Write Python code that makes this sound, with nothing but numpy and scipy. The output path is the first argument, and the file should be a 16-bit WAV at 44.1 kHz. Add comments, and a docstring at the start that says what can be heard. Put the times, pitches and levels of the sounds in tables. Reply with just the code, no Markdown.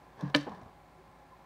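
"""Over a quiet room hum, scales brush on bark and a tank floor thuds: a python strikes a rodent.
Up close, its body knocks hard against a wall, ringing the panel and the whole small tank and
scattering bark. It drops onto the bedding with dull pats and low bumps, and the chips rustle
and tick as the coils close. A short echo follows every move."""
import sys
import numpy as np
from scipy import signal
from scipy.fft import rfft, irfft
from scipy.io import wavfile
from scipy.ndimage import map_coordinates

SR = 44100
rng = np.random.default_rng(int(sys.argv[2]) if len(sys.argv) > 2 else 0)


def wav_record(signal):
    """Record a signal, one row per channel, as 16-bit PCM in the file named by sys.argv[1]."""
    frames = np.transpose(np.atleast_2d(signal))
    bounded = np.clip(frames, -1, 1)
    # unit amplitude maps onto the largest positive 16-bit level
    quanta = np.round(bounded * 32767).astype(np.int16)
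    wavfile.write(sys.argv[1], SR, quanta)


N = 63945


def undb(db):
    """Decibels to gain."""
    return 10 ** (np.asarray(db) / 20)


def since(start):
    """Seconds since a moment, zero before it."""
    return np.maximum(np.arange(N) / SR - start, 0)


def fade(start, t60):
    """Sudden onset and exponential decay, 60 dB down after t60 seconds."""
    age = since(start)
    return (age > 0) * np.exp(-np.log(1000) * age / t60)


def convolve(x, response):
    """Pass a sound through a response."""
    return signal.fftconvolve(x, response)[:N]


def low_cut(x, hz, order=2):
    """Roll off the bass."""
    return signal.sosfilt(signal.butter(order, hz, "high", fs=SR, output="sos"), x)


def colour(x, points, size=4096):
    """Minimum-phase EQ through (Hz, dB) points; keeps the power of white noise."""
    hz, db = np.array(points).T
    grid = np.maximum(np.fft.rfftfreq(size, 1 / SR), 1)
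    gain = undb(np.interp(np.log(grid), np.log(hz), db))
    cepstrum = irfft(np.log(gain))
    cepstrum[1:size // 2] *= 2
    cepstrum[size // 2 + 1:] = 0
    response = irfft(np.exp(rfft(cepstrum)))
    return convolve(x, response / np.linalg.norm(response))


def walk(per_s):
    """Smooth random drift with a spread near 1."""
    steps = rng.standard_normal(N)
    return map_coordinates(steps, [since(0) * per_s], order=2, mode="mirror")


def grains(per_s, spread_db):
    """Dense tiny clicks of uneven size, rms 1."""
    clicks = (rng.random(N) < per_s / SR) * rng.standard_normal(N)
    clicks *= undb(spread_db * rng.exponential(size=N))
    return clicks / np.sqrt(np.mean(clicks ** 2))


def bursts(events, eq):
    """Short crunches of noise that share one colour."""
    envelope = sum(undb(db) * fade(start, t60) for start, db, t60 in events)
    return colour(envelope * rng.standard_normal(N), eq)


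def pushes(blows):
    """Force of blows: a softer contact gives a longer, duller push."""
    force = np.zeros(N)
    for start, db, contact in blows:
        age = since(start)
        push = age * np.exp(-age / contact)
        force += undb(db) * push / push.sum()
    return force


def ring(modes, alternate=True):
    """Decaying modes; neighbours swing against each other, or together right at the contact."""
    sign = -1 if alternate else 1
    return sum(sign ** k * undb(db) * fade(0, t60) * np.sin(2 * np.pi * hz * since(0))
               for k, (hz, db, t60) in enumerate(modes))


# EQ of the room air (frequency [Hz], gain [dB])
AIR_EQ = [(25, -18), (45, -12), (60, 5.5), (110, 4), (300, 0), (450, -5.5), (690, 0), (1000, -5),
          (1300, -5.5), (1860, -11), (2150, -5), (2700, -14.5), (4200, -17), (5500, -22.5), (9000, -24.5),
          (11000, -28.5), (15500, -27)]
# EQ of the midrange drone (frequency [Hz], gain [dB])
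DRONE_EQ = [(60, -14.5), (110, 2), (200, -1.5), (300, -5.5), (450, -12), (690, -3), (840, 8), (920, -16.5),
            (1030, 6), (1230, -21), (1550, -20), (1740, -21), (1900, -18.5), (4000, -38)]
# fan tones (frequency [Hz], rms level [dB])
FAN_TONES = [(53.5, -66.5), (159, -71), (371, -72.5), (543, -73), (741, -73), (828, -72), (1028, -74),
             (1362, -78)]

def room_tone(drift_rad=0.43, waver_db=1.6):
    """The bed: steady air, a wavering drone and the hum of a distant fan."""
    air = colour(rng.standard_normal(N), AIR_EQ) * undb(-63.5)
    drone = colour(rng.standard_normal(N), DRONE_EQ) * undb(-65 - waver_db * walk(per_s=10))
    hum = 0
    for hz, db in FAN_TONES:
        phase = 2 * np.pi * (hz * since(0) + rng.random()) + drift_rad * walk(per_s=6)
        hum += np.sqrt(2) * undb(db) * np.sin(phase)
    return air + drone + hum


# background tones (peak time [s], pitch [Hz], level [dB], half-width [s])
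SWELL_TONES = [(.78, 840, -61, .018), (1.0, 374, -58.5, 0.018), (1.004, 1020, -64.5, 0.0091),
               (1.137, 830, -57.5, 0.0037), (1.225, 825, -57, 0.02), (1.334, 1024, -52.5, .013)]

def swells(drift_rad=0.8):
    """Faint, unsteady midrange tones rise briefly out of the bed."""
    t, out = since(0), 0
    for peak, hz, db, width in SWELL_TONES:
        envelope = undb(db) * np.exp(-.5 * ((t - peak) / width) ** 2)
        phase = 2 * np.pi * hz * t + drift_rad * walk(per_s=100)
        out += envelope * np.sin(phase)
    return out


# EQ of the echo tail (frequency [Hz], gain [dB])
ECHO_EQ = [(150, -1.5), (500, -1.5), (1000, -1), (2000, -4), (2800, -5.5), (4000, -4), (6500, -6.5),
           (14000, -1)]

def tank_echo(x, wet_db=-14.5, build_s=0.0056):
    """Dense reflections in and around the tank build quickly and die away."""
    tail = rng.standard_normal(N) * fade(0, t60=0.33) * (1 - np.exp(-since(0) / build_s))
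    return undb(wet_db) * convolve(x, colour(tail / np.linalg.norm(tail), ECHO_EQ))


# fader ride of the slide (time [s], level [dB])
SLIDE_LEVELS = [(.165, -60.5), (.2, -47.5), (.24, -47), (.3, -49), (.325, -57.5), (.41, -56), (.45, -56),
                (.54, -51), (.62, -60.5), (.7, -63), (.76, -63.5)]
# EQ of scales on bark (frequency [Hz], gain [dB])
SCALE_EQ = [(120, 3), (400, 4), (700, 6.5), (1100, 7), (1350, -9), (1700, 2.5), (2100, -14.5),
            (4200, -17.5), (6000, -24), (8000, -37), (15000, -48)]

def scale_slide():
    """Scales catch on the bark in tiny grains that blur into a rustle."""
    times, db = np.array(SLIDE_LEVELS).T
    envelope = undb(np.interp(since(0), times, db))
    return colour(grains(per_s=9000, spread_db=1.26) * envelope, SCALE_EQ)


# single chip ticks (time [s], level [dB], t60 [s])
CHIP_TICKS = [(.2095, -48.5, 0.019), (.298, -56, 0.029), (.361, -30, 0.029), (.408, -51, 0.041),
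              (.428, -54, .03), (.494, -57.5, 0.028), (.519, -65, 0.022), (.548, -61.5, .03),
              (.614, -61.5, .02), (.633, -63, 0.012)]
# EQ of a tick (frequency [Hz], gain [dB])
CHIP_EQ = [(500, -4), (2000, -8.5), (3600, 6.5), (4800, 0.5), (5800, 4), (7000, -9), (9500, -13.5),
           (11500, -20), (15000, -26)]
# EQ of scattering bark (frequency [Hz], gain [dB])
SCATTER_EQ = [(300, -18), (1000, 3), (1800, 1.5), (2600, -1), (4200, -17.5), (5200, -6.5), (7000, -16.5),
              (9000, -23), (15000, -39)]

def bark_chips():
    """Chips tick crisply one by one, and scatter in a fading spray after the knock."""
    scatter = grains(per_s=4000, spread_db=2) * undb(-44) * fade(start=0.355, t60=0.32)
    return bursts(CHIP_TICKS, CHIP_EQ) + colour(scatter, SCATTER_EQ)


# the body lands (time [s], level [dB], t60 [s])
BODY_PATS = [(.468, -35.5, 0.053), (.476, -38, 0.13), (.5165, -41.5, 0.077), (.572, -53.5, 0.3),
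             (.613, -46.5, 0.063), (.658, -55.5, 0.36)]
# muffled EQ of the bedding (frequency [Hz], gain [dB])
BEDDING_EQ = [(80, -12), (200, 1), (400, -2.5), (750, -2.5), (1100, -4.5), (1400, -16.5), (1700, -21),
              (2100, -23), (4000, -43), (12000, -65)]
# the coils settle (time [s], starting pitch [Hz], level [dB], t60 [s])
COIL_BUMPS = [(0.472, 274.5, -43, 0.12), (.497, 214, -40.5, 0.103), (0.525, 179.4, -40, 0.13),
              (0.569, 182, -50, 0.28), (0.624, 110, -45, .09), (0.657, 89.5, -44.5, 0.081)]

def landing(attack_s=0.0011, sag_per_s=2.5):
    """The body pats onto the bedding; the coils settle in low bumps that sag in pitch."""
    out = bursts(BODY_PATS, BEDDING_EQ)
    for start, hz, db, t60 in COIL_BUMPS:
        age = since(start)
        envelope = undb(db) * fade(start, t60) * (1 - np.exp(-age / attack_s))
        cycles = hz * (1 - np.exp(-sag_per_s * age)) / sag_per_s
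        out += envelope * np.sin(2 * np.pi * cycles)
    return out


TANK_LOW_HZ = 105  # the small panels radiate little below this
# soft blows on the floor (time [s], level [dB], contact time [s])
FLOOR_THUDS = [(.2235, -2, 0.00071), (.2305, -1.5, 0.00039), (.2515, -3, 0.0017), (.2725, -15, 0.00063)]
# floor resonances (frequency [Hz], level [dB], t60 [s])
FLOOR_RING = [(140, -31, .24), (186, -25, 0.12), (292.8, -30, .16), (474, -44, 0.21)]

def lunge():
    """The body pushes off and the tank floor booms."""
    return low_cut(convolve(pushes(FLOOR_THUDS), ring(FLOOR_RING)), TANK_LOW_HZ)


# hard blows on the wall (time [s], level [dB], contact time [s])
WALL_KNOCKS = [(.344, -3, 0.00011), (.348, 1, 0.000017)]
# bright wall resonances (frequency [Hz], level [dB], t60 [s])
WALL_RING = [(781, -31.5, .03), (975, -23, .035), (1065, -37, 0.13), (1240, -27.5, 0.052),
             (1511, -32.5, 0.074), (1720, -23, 0.012), (1745, -19.5, 0.04), (2070, -25.5, .022),
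             (2344, -22, 0.034), (2747, -28, 0.015), (3037, -14.5, 0.015), (3165, -22, 0.017),
             (3685, -25, 0.023), (4060, -17, 0.014), (4426, -15, 0.012)]
# low resonances of the whole tank (frequency [Hz], level [dB], t60 [s])
TANK_RING = [(142.6, -26, 0.274), (175.5, -31, 0.11), (288.6, -21.5, 0.16), (316, -22.5, 0.04),
             (482, -32, .12), (541, -34, 0.105), (601.7, -22.5, .08)]
# EQ of the knock's crack (frequency [Hz], gain [dB])
CRACK_EQ = [(120, -50.5), (300, -24.5), (700, -18), (1000, -7), (1400, 0.5), (2500, -5), (3300, 1.5),
            (4700, 3.5), (5300, -9), (8000, -13), (15000, -27)]

def strike(wall_low_hz=844, wall_top_hz=4400, crack_db=-23, crack_t60_s=0.028):
    """The main hit: a double knock cracks on the wall and sets the whole tank booming."""
    wall = low_cut(ring(WALL_RING, alternate=False), wall_low_hz)
    wall = signal.sosfilt(signal.butter(6, wall_top_hz, fs=SR, output="sos"), wall)
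    boom = low_cut(ring(TANK_RING), TANK_LOW_HZ)
    crack = bursts([(0, crack_db, crack_t60_s)], CRACK_EQ)
    return convolve(pushes(WALL_KNOCKS), wall + boom + crack)


def scene():
    """Mono mix: the snake and its echo up front, the room behind."""
    snake = lunge() + strike() + landing() + scale_slide() + bark_chips()
    return (snake + tank_echo(snake) + room_tone() + swells())[None]


def record(dry):
    """The recorder cuts the deepest bass and the very top."""
    top_cut = signal.ellip(10, .2, 70, 15650, fs=SR, output="sos")
    return signal.sosfilt(top_cut, low_cut(dry, hz=50, order=4))


dry = scene()
out = record(dry)
wav_record(out)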